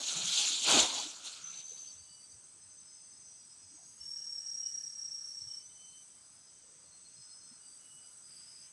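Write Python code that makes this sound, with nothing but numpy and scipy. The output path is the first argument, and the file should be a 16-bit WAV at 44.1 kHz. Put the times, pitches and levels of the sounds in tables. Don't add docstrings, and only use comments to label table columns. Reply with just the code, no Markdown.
import sys
import numpy as np
from scipy import signal
from scipy.fft import rfft, irfft
from scipy.io import wavfile
from scipy.ndimage import uniform_filter1d

SR = 44100
rng = np.random.default_rng(int(sys.argv[2]) if len(sys.argv) > 2 else 0)


def materialize(psi):
    bounded = np.clip(np.atleast_2d(psi).T, -1, 1)
    quanta = np.round(bounded * 32767).astype(np.int16)
    wavfile.write(sys.argv[1], SR, quanta)


N = 384552


def amp(db):
    return 10 ** (np.asarray(db) / 20)


def evened(x):
    return x / np.sqrt(np.mean(x ** 2) + 1e-20)


def play(rows):
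    s, *columns = np.transpose(rows)
    t = np.arange(s[0], s[-1], 1 / SR)
    reaches_end = s[-1] > N / SR - 1 / 20
    edge_distance_s = np.minimum(t - s[0], s[-1] - t + reaches_end)
    edges = np.clip(edge_distance_s / 0.0022, 0, 1)
    return s[0], edges, [np.interp(t, s, column) for column in columns]


def add(mix, start_s, sound):
    part = mix[max(round(start_s * SR), 0):][:len(sound)]
    part += sound[:len(part)]


def resonate(x, hz, width_hz, order=2):
    turn = np.exp(2j * np.pi * np.cumsum(hz * np.ones(len(x))) / SR)
    r = np.exp(-np.pi * abs(width_hz) / SR)
    z = x / turn
    for _ in range(order):
        z = signal.lfilter([1 - r], [1, -r], z + 1e-18)
    return 2 * (turn * z).real


def body(x, modes):
    f = np.fft.rfftfreq(len(x), 1 / SR)
    power = sum(amp(2 * db) / width / (1 + (2 * (f - hz) / width) ** 2) ** 2 for hz, width, db in modes)
    return evened(irfft(rfft(x) * np.sqrt(power), len(x)))


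def wobble(size, per_s):
    smoothed = uniform_filter1d(rng.standard_normal(size), max(int(SR / per_s), 1))
    return evened(uniform_filter1d(smoothed, 40))


def patchy(x, patchy_db):
    z = signal.stft(x, nperseg=256)[2]
    patches = rng.standard_normal(z.shape[::-1]).T
    patches = evened(uniform_filter1d(uniform_filter1d(patches, 4, 0), 12, 1))
    return evened(signal.istft(z * amp(patchy_db * patches), nperseg=256)[1][:len(x)])


def phrase(start_s, end_s, first_hz, last_hz, level_db, width_hz, flicker_db, soft_s=0.033):
    size = round((end_s - start_s) * SR)
    hz = np.linspace(first_hz, last_hz, size)
    fuzz = width_hz / (width_hz + 38.0)
    lead_in = 4000
    noise = resonate(rng.standard_normal(size + lead_in), np.pad(hz, (lead_in, 0), "edge"), width_hz)
    noise = evened(noise[lead_in:])
    tone = np.sin(2 * np.pi * np.cumsum(hz + .4 * width_hz * wobble(size, 80.3)) / SR)
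    voice = evened(fuzz * noise + (1 - fuzz) * np.sqrt(2) * tone)
    soft_ends = signal.windows.tukey(size, np.clip(soft_s * SR / size, .35, 1))
    return start_s, voice * amp(level_db + flicker_db * wobble(size, 34)) * soft_ends


# pitch_hz, density_db (relative)
AIR_COLOUR = [(15, -44), (25, -12), (43, -15), (135, -10), (491, -19.5), (1350, -18), (1890, -21.5),
              (3520, -20.5), (4220, -19.5), (4920, -11.5), (5460, -16), (6060, -6.5), (7260, -18.5),
              (8050, -5), (12200, -38.5), (15800, -76), (22000, -120)]
AIR_DB = -61.5


def air():
    frames, hz = N // 256 + 5, np.fft.rfftfreq(1024, 1 / SR)
    a, b, patches = rng.standard_normal((frames, 513, 3)).T
    patches = evened(uniform_filter1d(uniform_filter1d(patches, 8, 0), 14, 1))
    f, db = np.transpose(AIR_COLOUR)
    colour = amp(np.interp(np.log(hz + 1), np.log(f + 1), db)[:, None] + 1.2 * patches)
    noise = signal.istft((a + 1j * b) * colour, nperseg=1024, noverlap=768)[1][:N]
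    return amp(AIR_DB) * evened(noise)


# time_s, level_db
FAR_CHORUS = [(1.5, -65), (1.9, -62), (1.97, -59.5), (6.2, -59.5), (6.45, -64), (7.3, -58), (8.5, -57),
              (8.72, -58.5)]


def far_chorus():
    out = np.zeros(N)
    s, edges, (db,) = play(FAR_CHORUS)
    bands = [(7850, 200, -3), (8050, 240, 0), (8280, 220, -3), (9700, 1400, -12)]  # pitch_hz, width_hz, level_db
    crowd = body(rng.standard_normal(len(db)), bands)
    add(out, s, edges * amp(db + 0.38 * wobble(len(db), 60)) * patchy(crowd, 0.4))
    return out


# start_s, end_s, first_hz, last_hz, level_db, width_hz
HISS_BANDS = [(.0, 0.624, 1430, 1400, -59, 404), (.0, .6, 2430, 2470, -62, 345),
              (.85, 1.644, 1430, 1334, -65, 363), (1.3, 1.66, 2660, 2680, -64, 1010),
              (3.904, 6.302, 8080, 8620, -67, 98), (1.903, 3.892, 8570, 8460, -66, 186),
              (2.401, 6.007, 4920, 4770, -71.5, 600), (6.198, 8.625, 5930, 6100, -70, 280),
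              (6.7, 8.543, 8280, 8570, -65, 115), (7.099, 8.758, 1350, 1440, -79, 358),
              (8.241, 8.762, 2680, 2610, -73, 2540)]


def hiss_bands():
    out = np.zeros(N)
    for row in HISS_BANDS:
        add(out, *phrase(*row, flicker_db=1.5))
    return out


# start_s, end_s, first_hz, last_hz, level_db, fuzz_width_hz
INSECT_PHRASES = [(1.852, 1.97, 5300, 5700, -64, 252), (2.096, 2.406, 5990, 5950, -63.5, 168),
                  (2.283, 2.51, 6320, 6260, -65, 170), (2.517, 3.455, 6190, 6200, -61, 92),
                  (2.83, 3.037, 5190, 5150, -64, 69.5), (3.149, 3.976, 5830, 5820, -65, 60),
                  (3.502, 4.45, 6200, 6120, -67, 80), (3.61, 3.73, 5140, 5150, -63, 59.7),
                  (3.5, 5.165, 6560, 6440, -63, 80), (4.753, 6.182, 6260, 6240, -63.5, 85),
                  (4.862, 6.228, 5980, 5935, -61, 84), (6.147, 6.58, 5010, 5110, -70, 95),
                  (6.2, 6.74, 6180, 6170, -69.5, 45), (6.552, 7.7, 6340, 6250, -69, 25),
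                  (6.776, 6.902, 4920, 4700, -70.5, 120), (7.109, 7.612, 5070, 5230, -62, 151),
                  (7.597, 7.803, 4740, 4700, -65, 110), (8.0, 8.16, 4920, 4820, -67, 200),
                  (8.197, 8.72, 4950, 5210, -61.5, 200), (8.281, 8.696, 4700, 4930, -60.5, 200),
                  (8.499, 8.736, 6170, 6200, -64, 80)]


def single_insects():
    out = np.zeros(N)
    for row in INSECT_PHRASES:
        add(out, *phrase(*row, flicker_db=1.5))
    return out


# start_s, end_s, first_hz, last_hz, level_db (before pulsing), fuzz_width_hz, chirps_per_s
CRICKETS = [(1.417, 2.42, 4580, 4670, -62, 85, 9.2), (2.45, 4.05, 5150, 5150, -69, 70, 8.0),
            (5.14, 5.63, 4255, 4265, -72, 28, 8.4), (5.74, 5.98, 4265, 4270, -75, 28, 8.4),
            (6.786, 7.63, 4265, 4255, -67, 28, 8.4)]
CHIRP_GAP_DB, CHIRP_SHARP = -16., 1.6


def crickets():
    out = np.zeros(N)
    for *row, per_s in CRICKETS:
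        s, tone = phrase(*row, flicker_db=3.0)
        swell = abs(np.sin(np.pi * per_s * np.arange(len(tone)) / SR)) ** CHIRP_SHARP
        add(out, s, tone * (amp(CHIRP_GAP_DB) + swell))
    return out


CLIMB_S, CLIMB_BOW = 2.6, .05


def glide(start_s, end_s, first_hz, climb_hz, level_db, bursts):
    size = round((end_s - start_s) * SR)
    u = np.minimum(np.arange(size) / SR / CLIMB_S, 1)
    climb = u + CLIMB_BOW * np.sin(np.pi * u)
    turns = np.cumsum(first_hz + climb_hz * climb + 1.9 * wobble(size, 40)) / SR
    fourth = np.sin(8 * np.pi * turns) * (amp(-13.0) + (-1.) ** np.arange(size))
    fourth = fourth * amp(level_db + 2.8 * wobble(size, 25)) * signal.windows.tukey(size, .15)
    gate = np.pad(bursts, (0, size))[round(start_s * SR):][:size]
    first = np.sqrt(2) * np.sin(2 * np.pi * turns) * gate
    return start_s, fourth + first * amp(3.7 * wobble(size, 31))


# start_s, end_s, first_hz, climb_hz (over CLIMB_S), folded_fourth_level_db
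WHISTLE_GLIDES = [(1.59, 2.4, 2945, 30, -72.5), (3.707, 6.65, 2906, 176, -69),
                  (7.556, 8.8, 2914, 170, -68.5)]
# start_s, length_s, level_db
WHISTLE_BURSTS = [(2.042, .19, -72), (3.986, 0.11, -75), (4.17, 0.095, -77), (4.375, 0.13, -82),
                  (4.607, .12, -68), (4.74, 0.12, -78.5), (5.451, 0.22, -71.5), (5.683, .05, -68),
                  (5.715, 0.35, -68.5), (6.06, 0.22, -80.5), (6.48, 0.26, -82), (7.59, .11, -73.5),
                  (7.76, 0.42, -68.5), (8.3, 0.076, -78), (8.45, .09, -74), (8.632, 0.11, -78)]


def whistling_insect():
    out, bursts = np.zeros(N), np.zeros(N)
    for s, length, db in WHISTLE_BURSTS:
        add(bursts, s, amp(db) * signal.windows.tukey(round(length * SR), .6))
    for row in WHISTLE_GLIDES:
        add(out, *glide(*row, bursts))
    return out


def cicada(rows, throbs, strands, depth, sharp, jitter):
    s, edges, (hz, db) = play(rows)
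    size = len(hz)
    per_s = np.interp(throbs[0][0] + np.arange(size) / SR, *np.transpose(throbs))
    turns = np.cumsum(per_s * (1 + jitter * wobble(size, 40))) / SR
    throb = 1 - np.clip(depth, 0, 1) * (1 - abs(np.cos(np.pi * turns)) ** sharp)
    drum = np.sin(2 * np.pi * np.cumsum(hz + 27.8 * wobble(size, 70.0)) / SR)
    drum = drum * amp(2.1 * wobble(size, 54))
    for factor, strand_db, width_hz in strands:
        drum = drum + amp(strand_db) * evened(resonate(rng.standard_normal(size), factor * hz, width_hz))
    return s, edges * amp(db) * evened(drum * throb)


# time_s, pitch_hz, level_db
SHORT_SONG = [(1.42, 6120, -73), (1.444, 6120, -45), (1.64, 6180, -50), (1.72, 6210, -46),
              (1.92, 6180, -52), (2.115, 6180, -67)]
# time_s, throbs_per_s
SHORT_MUSCLE = [(1.42, 71.6), (1.75, 71.8), (2.1, 72)]
# pitch_factor, level_db (before the song's level), width_hz
SHORT_DRUM = [(1, -12, 100), (.965, -14, 200)]


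def short_cicada():
    out = np.zeros(N)
    add(out, *cicada(SHORT_SONG, SHORT_MUSCLE, SHORT_DRUM, depth=0.88, sharp=0.83, jitter=0.065))
    return out


# time_s, pitch_hz, level_db
LONG_SONG = [(3.985, 5480, -78), (4.016, 5470, -48.5), (4.2, 5600, -42.5), (4.32, 5554, -44),
             (4.62, 5660, -40.5), (4.87, 5655, -42), (4.95, 5625, -48), (5.0, 5614, -44), (5.58, 5564, -46),
             (5.63, 5440, -62)]
# time_s, throbs_per_s
LONG_MUSCLE = [(3.985, 38.94), (4.95, 32.76), (5.05, 30.65)]
# pitch_factor, level_db (before the song's level), width_hz
LONG_DRUM = [(1, -11, 90), (.975, -9, 60), (.945, -19, 200), (.312, -36, 120), (1.97, -38, 600)]


def long_cicada():
    out = np.zeros(N)
    add(out, *cicada(LONG_SONG, LONG_MUSCLE, LONG_DRUM, depth=.78, sharp=1.1, jitter=.01))
    return out


# start_s, length_s, pitch_hz, level_db
STEM_KNOCKS = [(.13, 0.21, 164, -55.5), (.37, 0.112, 808, -52.5), (0.487, 0.082, 282, -59),
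               (0.711, .16, 65.8, -58), (0.825, 0.13, 980, -47.5), (.96, 0.062, 908, -48),
               (1.007, 0.085, 313, -55.5), (1.38, 0.25, 162.8, -73), (1.697, 0.058, 468, -65),
               (1.932, 0.12, 82.5, -69), (2.316, .09, 85, -67.5), (2.599, 0.11, 90, -73),
               (3.617, 0.082, 90, -71), (3.702, 0.086, 291.5, -68), (3.76, 0.096, 723, -74),
               (3.983, .06, 70, -66), (5.4, .11, 102, -65), (6.6, 0.3, 510, -79), (7.152, .08, 133.4, -67),
               (7.489, 0.063, 216, -67.5)]
KNOCK_WIDTH_HZ, KNOCK_WIDTH_SHARE = 15., .2


def knocks():
    out = np.zeros(N)
    for s, length, hz, db in STEM_KNOCKS:
        width_hz = KNOCK_WIDTH_HZ + KNOCK_WIDTH_SHARE * hz
        add(out, *phrase(s, s + length, hz, hz, db, width_hz, flicker_db=2., soft_s=0.07))
    return out


# pitch_hz, width_hz, level_db (relative)
LEAFLETS = [(2690, 580, -14.5), (3325, 1240, 2), (3980, 1500, 6), (4430, 350, -5.5)]
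# pitch_hz, width_hz, level_db (relative)
DRY_EDGES = [(5896, 1800, -10), (6726, 2400, 5), (9330, 2140, -9.5)]
# start_s, level_db (before the fade)
FROND_SNAPS = [(0.7138, -20), (0.76, -32), (0.7894, -20), (0.9597, -49), (1.252, -44), (1.3379, -45)]


def snaps():
    out = np.zeros(N)
    t = np.arange(2000) / SR
    fade = amp(-60 * t / 0.028) * (1 - np.exp(-t / .0015))
    for s, db in FROND_SNAPS:
        add(out, s, amp(db) * fade * body(rng.standard_normal(len(t)), LEAFLETS + DRY_EDGES))
    return out


def crackle(size, per_s, spread_db, smooth):
    strength = amp(spread_db * np.minimum(rng.exponential(1, size), 5))
    slips = (rng.random(size) < per_s / SR) * strength
    return evened(slips * rng.standard_normal(size)) + smooth * rng.standard_normal(size)


# time_s, rustle_db (before filtering)
HANDLING = [(0.0, -44), (.09, -38.5), (.17, -40), (.27, -37), (.4, -32), (.61, -39.5), (.69, -30),
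            (.79, -26), (.88, -38.5), (1.0, -39.5), (1.16, -54), (1.22, -55.5), (1.265, -44), (1.31, -51),
            (1.48, -60), (1.59, -56), (1.68, -64), (1.8, -61), (2.1, -79.5)]
# pitch_hz, width_hz, level_db (relative)
STEMS = [(285, 130, -7), (780, 750, 0), (1400, 450, -6), (2500, 1100, -3)]
# time_s, crunch_db (relative to the leaflets)
GRIP_PRESS = [(0.0, -8), (.09, -22), (.17, -11), (.27, -25), (.61, -25.5), (.69, -1.5), (.8, -2),
              (.88, -9.5), (1.5, -15.5), (2.1, -5.5)]
HISS_DB, HISS_LAG = 0.5, 0.12


def fronds():
    out = np.zeros(N)
    s, edges, (db,) = play(HANDLING)
    size = len(db)
    hiss_db = HISS_DB - HISS_LAG * (np.maximum(db, -56) + 43)
    crunch_db = np.interp(s + np.arange(size) / SR, *np.transpose(GRIP_PRESS))
    leaf = patchy(body(crackle(size, 2500, 2.2, smooth=2.2), LEAFLETS), 2.3)
    leaf = leaf * amp(1.5 * wobble(size, 60))
    hiss = patchy(body(crackle(size, 2700, 5.2, smooth=2.1), DRY_EDGES), 2.2)
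    hiss = hiss * amp(hiss_db + 1.4 * wobble(size, 46))
    crunch = patchy(body(crackle(size, 600, 1.5, smooth=2.2), STEMS), 1.8)
    crunch = crunch * amp(crunch_db + 1.2 * wobble(size, 30))
    thin = signal.butter(2, 180., "high", fs=SR, output="sos")
    hollow = signal.iirnotch(1850., 4.0, SR)
    rustle = signal.sosfilt(thin, leaf + hiss + crunch)
    dipped = 0.56 * rustle + 0.42 * signal.lfilter(*hollow, rustle)
    add(out, s, edges * amp(db) * dipped)
    return out


def scene():
    forest = air() + far_chorus() + hiss_bands() + single_insects() + crickets() + whistling_insect()
    cicadas = short_cicada() + long_cicada()
    return (forest + cicadas + knocks() + snaps() + fronds())[None]


def record(dry):
    thinned = signal.sosfilt(signal.butter(3, 55., "high", fs=SR, output="sos"), dry)
    dulled = signal.sosfilt(signal.butter(4, 10600., fs=SR, output="sos"), thinned)
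    band_limit = signal.firwin(511, 12340, window=("kaiser", 9), fs=SR)
    return signal.oaconvolve(dulled, band_limit[None], "same")


dry = scene()
out = record(dry)
materialize(out)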